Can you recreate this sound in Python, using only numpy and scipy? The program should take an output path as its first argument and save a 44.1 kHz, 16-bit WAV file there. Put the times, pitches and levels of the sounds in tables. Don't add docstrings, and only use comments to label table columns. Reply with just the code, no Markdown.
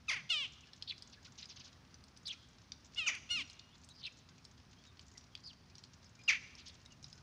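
import sys
import numpy as np
from scipy import signal
from scipy.fft import rfft, irfft
from scipy.io import wavfile

SR = 44100
rng = np.random.default_rng(int(sys.argv[2]) if len(sys.argv) > 2 else 0)


def transcribe(signal):
    frames = np.atleast_2d(signal).T
    limited = np.clip(frames, -1, 1)
    pcm = np.round(limited * 32767).astype(np.int16)
    wavfile.write(sys.argv[1], SR, pcm)


N = 318402
TOP_HZ = 15500


def undb(db):
    return 10 ** (np.asarray(db) / 20)


def unit(x):
    return x / np.sqrt(np.mean(x ** 2) + 1e-20)


def add(out, start, x):
    i = max(int(start * SR), 0)
    out[i:i + len(x)] += x[:max(len(out) - i, 0)]


def db_at(hz, points):
    f, db = np.transpose(points)
    return np.interp(np.log(np.maximum(hz, 1)), np.log(f), db)


def noise(n, response):
    return unit(irfft(rfft(rng.standard_normal(n)) * response(np.fft.rfftfreq(n, 1 / SR)), n))


def wander(n, hz):
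    return noise(n + SR // 4, lambda f: 1 / (1 + (f / hz) ** 4))[:n]


def resonance(f, hz, width_hz):
    return 1 / (1 + (2 * (f - hz) / width_hz) ** 2)


def fade(t, attack_s, release_s):
    return np.clip(np.minimum((t - t[0]) / attack_s, (t[-1] - t) / release_s), 0, 1)


def soften(x, edge_hz=7000):
    return signal.sosfilt(signal.butter(8, edge_hz, fs=SR, output="sos"), x)


def background(bed_db=-63, hiss_db=-76):
    # f/Hz, relative level/dB
    spectrum = [(25, -24), (46, -7.5), (76, 2.5), (122, 0), (240, -6.5), (340, -14), (520, -18),
                (1150, -16.5), (2200, -21), (5400, -27.5), (8000, -39), (10000, -40), (13200, -54.5),
                (15000, -39)]
    # f/Hz, level/dB
    hum_tones = [(90, -83), (251, -78), (380, -88.5)]
    bed = noise(N, lambda f: undb(db_at(f, spectrum))) * undb(bed_db + .5 * wander(N, hz=0.8))
    hiss = noise(N, lambda f: resonance(f, 5200, 3000) / (1 + (f / 7000) ** 16))
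    hiss *= undb(hiss_db + 3 * wander(N, hz=56))
    hum = np.zeros(N)
    for hz, db in hum_tones:
        amplitude = np.sqrt(2) * undb(db + 2 * wander(N, hz=3.0))
        hum += amplitude * np.sin(2 * np.pi * np.cumsum(hz + 4 * wander(N, hz=10.4)) / SR)
    return bed + hiss + hum


def rumble_swells():
    # t/s, length/s, crest level/dB, centre f/Hz
    swells = [(0, 0.39, -66.5, 144), (3.001, 0.25, -68.5, 253), (3.273, 0.23, -59.5, 230),
              (6.501, 0.99, -64.5, 119.3)]
    out = np.zeros(N)
    for start, length, db, hz in swells:
        n = int(length * SR)
        add(out, start, noise(n, lambda f: resonance(f, hz, hz) ** 2) * np.hanning(n) * undb(db))
    return out


def grass(count=150, tick_db=-60, spread_db=4, crackle_s=0.0053):
    out = np.zeros(N)
    t = np.arange(SR // 40) / SR
    for when, size, colour in rng.random((count, 3)):
        burst = noise(len(t), lambda f: resonance(f, 4000 + 3000 * colour, 3900) / (1 + (f / 1e4) ** 8))
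        burst *= np.minimum(t / 0.0012, 1) * np.exp(-t / crackle_s)
        gain = undb(tick_db + spread_db * (2 * size - 0.5))
        add(out, when * N / SR, (soften(burst) + 0.08 * burst) * gain)
    return out


def syrinx(controls, throat_shape, beak_width_hz, jitter, breath_db, release_s, doubling=0):
    t, hz, db, beak_hz, bright_db, odd_db, rough = controls
    n = len(t)
    phase = 2 * np.pi * np.cumsum(hz * (1 + jitter * rough * wander(n, hz=665))) / SR
    k = np.arange(1, 25)[:, None]
    f = k * hz
    upper = np.clip((f - 2500) / 1500, 0, 1)
    waver_db = 3 * np.array([wander(n, hz=35) for _ in k])
    throat = undb(db_at(f, throat_shape) + upper * (bright_db + waver_db))
    beak = resonance(f, beak_hz, beak_width_hz) * resonance(f, beak_hz, 2270)
    size = (beak + throat) * undb(odd_db * (k % 2)) * (f < TOP_HZ)
    lag = 2 * np.arctan(2 * (f - beak_hz) / beak_width_hz)
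    voice = np.sum(size * np.cos(k * phase - lag), axis=0) / np.sqrt(np.sum(size ** 2, axis=0) / 2)
    uneven = doubling * np.clip(hz / 600 - 1, 0, 1) * np.cos(phase / 2 + wander(n, hz=150))
    shimmer = 0.23 * rough * wander(n, hz=398)
    voice *= 1 + uneven + shimmer
    air = noise(n, lambda f: undb(db_at(f, throat_shape))
                + 0.047 * resonance(f, beak_hz.mean(), 1300) ** 2)
    breath = undb(breath_db) * (rough + 0.038) * air * (1 + np.cos(phase))
    return (voice + breath) * undb(db) * fade(t, 0.00033, release_s)


def tchak_controls(squeal_s, rattle_s, start_hz, squeal_db, rattle_db, squeal_rough, rest_hz):
    break_hz, last_hz = 950, 296.3
    fade_db_per_s, dull_db_per_s, beak_hz_per_s = 160, 70, 800
    t = np.arange(0, squeal_s + rattle_s, 1 / SR)
    squeal = np.minimum(t / squeal_s, 1)
    since_break = np.maximum(t - squeal_s, 0)
    opening = np.maximum(1 - t / 0.004, 0)
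    broken = np.minimum(since_break / 0.0051, 1)

    def across_break(before, after):
        return (1 - broken) * before + broken * after

    hz = start_hz - (start_hz - break_hz) * squeal ** 1.5
    hz *= (last_hz / break_hz) ** ((since_break / rattle_s) ** 0.46)
    push_db = np.interp(squeal, [0, 0.65, 1], [-7.5, 0, -4.5]) - 14 * opening
    flutter_db = 2 * wander(len(t), hz=55)
    db = across_break(squeal_db + push_db, rattle_db - fade_db_per_s * since_break + flutter_db)
    bright_db = across_break(7 + push_db, -dull_db_per_s * since_break)
    rough = across_break(squeal_rough + 0.44 * opening, 0.22 + 0.85 * np.exp(-since_break / 0.014))
    beak_hz = np.maximum(2 * hz, rest_hz + beak_hz_per_s * since_break)
    odd_db = 7 * (1 - squeal) ** 2
    return t, hz, db, beak_hz, bright_db, odd_db, rough


def tchaks():
    # t/s, squeal/s, rattle/s, start f/Hz, squeal level/dB, rattle level/dB, squeal roughness/0-1,
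    # resting beak f/Hz, then the beak opening's tint/dB at 1.3, 4.3, 6.5 and 9 kHz
    calls = [(0.081, 0.027, 0.12, 1330, -32, -34.5, 0.16, 2140, 15.5, 6, 7, 1.5),
             (3.062, 0.031, 0.11, 1493, -29.5, -36.5, 0.2, 2300, 12.5, -5.5, 12.5, -9.5),
             (6.278, 0.025, 0.09, 1468, -24, -30, 0.19, 2210, -9, -1, 4.5, -11)]
    # f/Hz, gain/dB
    throat = [(500, -45.5), (1100, -34), (1700, -26.5), (3400, -13), (4000, -26), (4700, -17.5),
              (5300, -26.5), (5900, -21.5), (6600, -28.5), (7800, -47), (9200, -31.5), (11000, -50.5),
              (14000, -63)]
    out = np.zeros(N)
    for start, *shape, low, middle, high, top in calls:
        tint = [(1300, low), (2400, 0), (4300, middle), (6500, high), (9000, top)]
        tinted_throat = [(hz, db + db_at(hz, tint)) for hz, db in throat]
        add(out, start, syrinx(tchak_controls(*shape), tinted_throat, beak_width_hz=690, jitter=0.0834,
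                               breath_db=-9, release_s=0.037, doubling=0.073))
    return out


def kya_controls(length, attack_s, sag_at_s, top_hz, plateau_hz, last_hz, level_db, fade_db,
                 bright_db, odd_db, beak_hz):
    swell_db, dull_db_per_s, close_hz_per_s = 20.5, 57, 1350
    t = np.arange(0, length, 1 / SR)
    onset = np.maximum(1 - t / attack_s, 0)
    since_attack = np.maximum(t - attack_s, 0)
    sag = np.exp(-np.maximum(t - sag_at_s, 0) / 0.031)
    collapse = np.exp((t - length) / 0.028)
    scoop = 1 - 0.091 * onset ** 2
    hz = (plateau_hz + (top_hz - plateau_hz) * sag) * scoop - (plateau_hz - last_hz) * collapse
    held_back = np.minimum(onset / 0.74, 1)
    db = level_db - swell_db * held_back - fade_db * (1 - np.exp(-since_attack / 0.053)) - 5 * collapse
    loose = onset + collapse ** 2
    rough = 0.08 + 0.5 * loose
    treble_db = bright_db - dull_db_per_s * since_attack - 5 * onset
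    return t, hz, db, beak_hz - close_hz_per_s * since_attack, treble_db, odd_db + 10 * loose, rough


def kyas():
    # t/s, length/s, attack/s, sag delay/s, top f/Hz, plateau f/Hz, last f/Hz, level/dB, fade/dB,
    # brightness/dB, odd harmonics/dB, beak f/Hz
    calls = [(0.292, 0.181, 0.01254, 0.021, 721.3, 585.4, 345, -30, 10, 0.5, -3, 3060),
             (2.96, 0.18, 0.0254, 0.026, 728, 596, 582, -33, 15.5, -3.5, -4.5, 2860),
             (3.291, 0.144, 0.0198, 0.063, 723, 618, 340, -32.5, 7.5, 4, -8.5, 2820)]
    # f/Hz, gain/dB
    throat = [(650, -33.5), (1300, -23.5), (1900, -51), (3500, -16), (4200, -14), (4650, -21),
              (5200, -13.5), (5800, -21), (6400, -23.5), (7000, -28), (7700, -31.5), (9000, -37.5),
              (11000, -50.5), (14000, -71)]
    out = np.zeros(N)
    for start, *shape in calls:
        add(out, start, syrinx(kya_controls(*shape), throat, beak_width_hz=980, jitter=0.082,
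                               breath_db=-6, release_s=0.019))
    return out


def whistle(t, hz, db, rough, jitter=0.24, edge_s=0.0013):
    phase = 2 * np.pi * np.cumsum(hz * (1 + jitter * rough * wander(len(t), hz=812))) / SR
    tone = np.sin(phase) + undb(-36) * np.sin(2 * phase)
    flutter = 1 + 1.26 * rough * wander(len(t), hz=450)
    return tone * flutter * undb(db) * fade(t, edge_s, edge_s)


def glide(length, start_hz, end_hz, db, rough, edge_s=0.0013):
    t = np.arange(0, length, 1 / SR)
    return whistle(t, np.linspace(start_hz, end_hz, len(t)), db, rough, edge_s=edge_s)


def distant_birds(count=22, low_hz=1150, high_hz=3800):
    # t/s, length/s, start f/Hz, end f/Hz, level/dB
    notes = [(0.632, 0.016, 2700, 2580, -57), (1.164, 0.032, 1705, 1710, -65),
             (1.272, 0.016, 1450, 1410, -59.5), (1.665, 0.014, 1540, 1440, -60),
             (3.72, 0.038, 3300, 3500, -65.5), (4.766, 0.063, 3200, 3360, -70),
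             (4.856, 0.057, 3950, 3630, -65.5), (5.147, 0.031, 2086, 1890, -64.5),
             (6.049, 0.027, 5050, 5170, -63), (6.185, 0.037, 2420, 2410, -61.5),
             (6.903, 0.036, 2990, 2750, -61.5)]
    out = np.zeros(N)
    for start, *note in notes:
        add(out, start, glide(*note, rough=0.17, edge_s=0.0084))
    for when, pitch, size in rng.random((count, 3)):
        hz = low_hz * (high_hz / low_hz) ** pitch
        chirp = glide(0.039 * (.5 + size), hz, 0.958 * hz, db=-70, rough=.25, edge_s=0.014)
        add(out, when * N / SR, chirp)
    return out


def bill_clicks(scatter_db=-22, scatter_s=0.014, snap_s=0.005, snap_lift_db=5):
    # t/s, ring peak/dB, centre f/Hz, bright snap before its lift/dB
    clicks = [(0.7335, -40, 4330, -78), (0.8239, -31, 4300, -72), (0.9802, -43.5, 4700, -79),
              (1.023, -36.5, 5000, -69.5), (1.4287, -38, 4330, -86), (1.4563, -44, 5400, -77),
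              (1.9427, -44.5, 5660, -82), (2.0393, -50, 4770, -73), (2.173, -48.5, 5570, -69),
              (2.2723, -34.5, 5380, -64), (2.28, -36.5, 4330, -59.5), (2.7197, -33, 4370, -78),
              (2.9472, -41.5, 6200, -79), (3.1504, -39, 5470, -64.5), (3.499, -42.5, 4460, -72),
              (3.595, -38, 4120, -91), (3.8455, -54, 5550, -66), (3.8888, -47.5, 4120, -63.5),
              (4.0663, -35.5, 4680, -72), (4.451, -44, 5460, -73), (4.994, -39.5, 4260, -78),
              (5.1785, -38, 5940, -69.5), (5.352, -34, 3570, -75), (5.754, -44, 5150, -77),
              (5.7822, -43.5, 5400, -77), (5.838, -40, 4400, -76), (6.5523, -44, 6240, -77),
              (6.682, -43.5, 6490, -68.5), (6.8601, -44, 4260, -75), (7.0282, -47, 6600, -74),
              (7.0428, -37.5, 4800, -77), (7.1281, -41, 5330, -76)]
    # f/Hz, t60/s, level/dB
    modes = [(2390, 0.019, -12.5), (3450, 0.012, -6.5), (4296, 0.013, -8), (4990, 0.014, -7),
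             (5584, 0.026, -12.5), (6100, 0.0046, -7.5)]
    out = np.zeros(N)
    t = np.arange(SR // 20) / SR
    for start, db, hz, snap_db in clicks:
        ring = np.zeros(len(t))
        for mode_hz, t60, mode_db in modes:
            detuned_hz = mode_hz * (1 + 0.057 * rng.standard_normal())
            tone = np.sin(2 * np.pi * detuned_hz * t + rng.uniform(0, 2 * np.pi))
            ring += undb(mode_db - 60 * t / t60) * resonance(mode_hz, hz, 2200) * tone
        ring = soften(ring * np.minimum(t / 0.00018, 1))
        tail = soften(noise(len(t), lambda f: resonance(f, hz, 2500))) * np.exp(-t / scatter_s)
        snap = noise(len(t), lambda f: resonance(f, 8300, 2300)) * np.exp(-t / snap_s)
        body = ring / np.abs(ring).max() + undb(scatter_db) * tail
        add(out, start, undb(db) * body + undb(snap_db + snap_lift_db) * snap)
    return out


def warbles(crest=0.59, swell_db=11, sink_db=15.5):
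    # t/s, length/s, time to the top/s, start f/Hz, top f/Hz, end f/Hz,
    # level/dB, roughness/0-1, pitch ratio of the other side
    notes = [(0.874, 0.046, 0.017, 3670, 4480, 2800, -41, 0.33, 0.82),
             (0.901, 0.036, 0.011, 2420, 2700, 2360, -53, 0.54, 1.5),
             (2.254, 0.03, 0.0081, 3200, 4600, 3410, -43.5, 0.33, 0.99),
             (2.274, 0.027, 0.0078, 3430, 3950, 2560, -40.5, 0.15, 1.77),
             (2.297, 0.027, 0.015, 2620, 3430, 2540, -38.5, 0.18, 1.26),
             (2.314, 0.031, 0.0033, 2540, 2790, 2190, -50, 0.36, 2),
             (3.895, 0.033, 0.017, 3690, 3980, 3800, -55.5, 0.16, 1.6),
             (3.934, 0.091, 0.019, 4550, 4980, 4200, -61.5, 0.23, 0.97),
             (3.984, 0.05, 0.018, 4350, 5300, 2170, -56.5, 0.26, 0.68),
             (4.03, 0.047, 0.016, 3350, 4080, 2626, -44.5, 0.39, 0.83),
             (4.066, 0.021, 0.0096, 2080, 2660, 2250, -43.5, 0.22, 1.35),
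             (5.435, 0.072, 0.017, 4870, 4920, 3950, -48.5, 0.17, 1),
             (5.492, 0.0273, 0.0024, 3550, 3520, 2600, -56, 0.25, 1.7),
             (6.2, 0.15, 0.025, 4900, 5020, 4550, -60.5, 0.07, 0.76)]
    out = np.zeros(N)
    for start, length, top_s, start_hz, top_hz, end_hz, level_db, rough, ratio in notes:
        t = np.arange(0, length, 1 / SR)
        rise = np.maximum(1 - t / top_s, 0)
        fall = np.clip((t - top_s) / (length - top_s), 0, 1)
        hz = top_hz - (top_hz - start_hz) * rise ** 2 - (top_hz - end_hz) * fall ** 1.4
        before_crest = np.maximum(1 - t / length / crest, 0)
        after_crest = np.maximum((t / length - crest) / (1 - crest), 0)
        db = level_db - swell_db * before_crest ** 2 - sink_db * after_crest ** 2
        main_db, side_db = (db + 7 * rough * wander(len(t), hz=170) for _ in range(2))
        main = whistle(t, hz, main_db, rough, jitter=0.23)
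        other_side = whistle(t, hz * ratio, side_db, rough, jitter=0.26)
        add(out, start, main + rough * undb(3) * other_side)
    return out


def rasps(stretch=1.6):
    # t/s, length before the stretch/s, level/dB, centre f/Hz
    puffs = [(1.122, 0.024, -53.5, 3890), (1.244, 0.018, -50.5, 4160), (1.376, 0.027, -48, 4440),
             (1.416, 0.024, -50.5, 3360), (1.484, 0.038, -50.5, 4350), (1.557, 0.024, -51, 4430),
             (1.592, 0.025, -50.5, 4280), (1.631, 0.046, -54, 4360), (2.322, 0.021, -52, 4520),
             (6.573, 0.037, -53, 4130), (6.654, 0.036, -50.5, 4460)]
    out = np.zeros(N)
    for start, length, db, hz in puffs:
        high = glide(stretch * length, 1.48 * hz, 0.76 * hz, db=-2, rough=0.45)
        low = glide(stretch * length, 0.9 * hz, 0.55 * hz, db=-7, rough=0.615)
        breath = noise(len(high), lambda f: resonance(f, hz, 3400) / (1 + (1800 / (f + 1)) ** 4))
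        swell = np.interp(np.linspace(0, 1, len(high)), [0, .25, .55, 1], [0.046, 1, 0.59, 0.1])
        add(out, start, soften(high + low + undb(-8) * breath, edge_hz=6540) * swell * undb(db))
    return out


def garden_echo(x, early_db=-20, early_s=0.056, tail_db=-24, t60=1.02):
    # f/Hz, relative level/dB
    colour = [(500, 13.5), (1500, 11), (2500, 7), (4000, 10.5), (6000, 11.5), (9000, 9.5), (14000, -62)]
    # delay/s, level/dB
    reflections = [(.0047, -15), (.0135, -25.5), (.024, -24.5), (0.043, -26.5)]
    t = np.arange(int(1.5 * SR)) / SR
    early, late = (noise(len(t), lambda f: undb(db_at(f, colour))) for _ in range(2))
    early = unit(early * np.exp(-t / early_s) * np.minimum(t / 0.0088, 1))
    late = unit(late * undb(-60 * t / t60) * np.minimum(t / 0.11, 1))
    response = (undb(early_db) * early + undb(tail_db) * late) / np.sqrt(len(t))
    for delay, db in reflections:
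        add(response, delay, undb([db]))
    return signal.fftconvolve(x, response)[:N]


def scene():
    direct = grass() + distant_birds() + tchaks() + kyas() + warbles() + rasps() + bill_clicks()
    return (direct + garden_echo(direct) + background() + rumble_swells())[None]


def record(dry):
    return signal.sosfilt(signal.ellip(10, .2, 70, TOP_HZ, fs=SR, output="sos"), dry)


dry = scene()
out = record(dry)
transcribe(out)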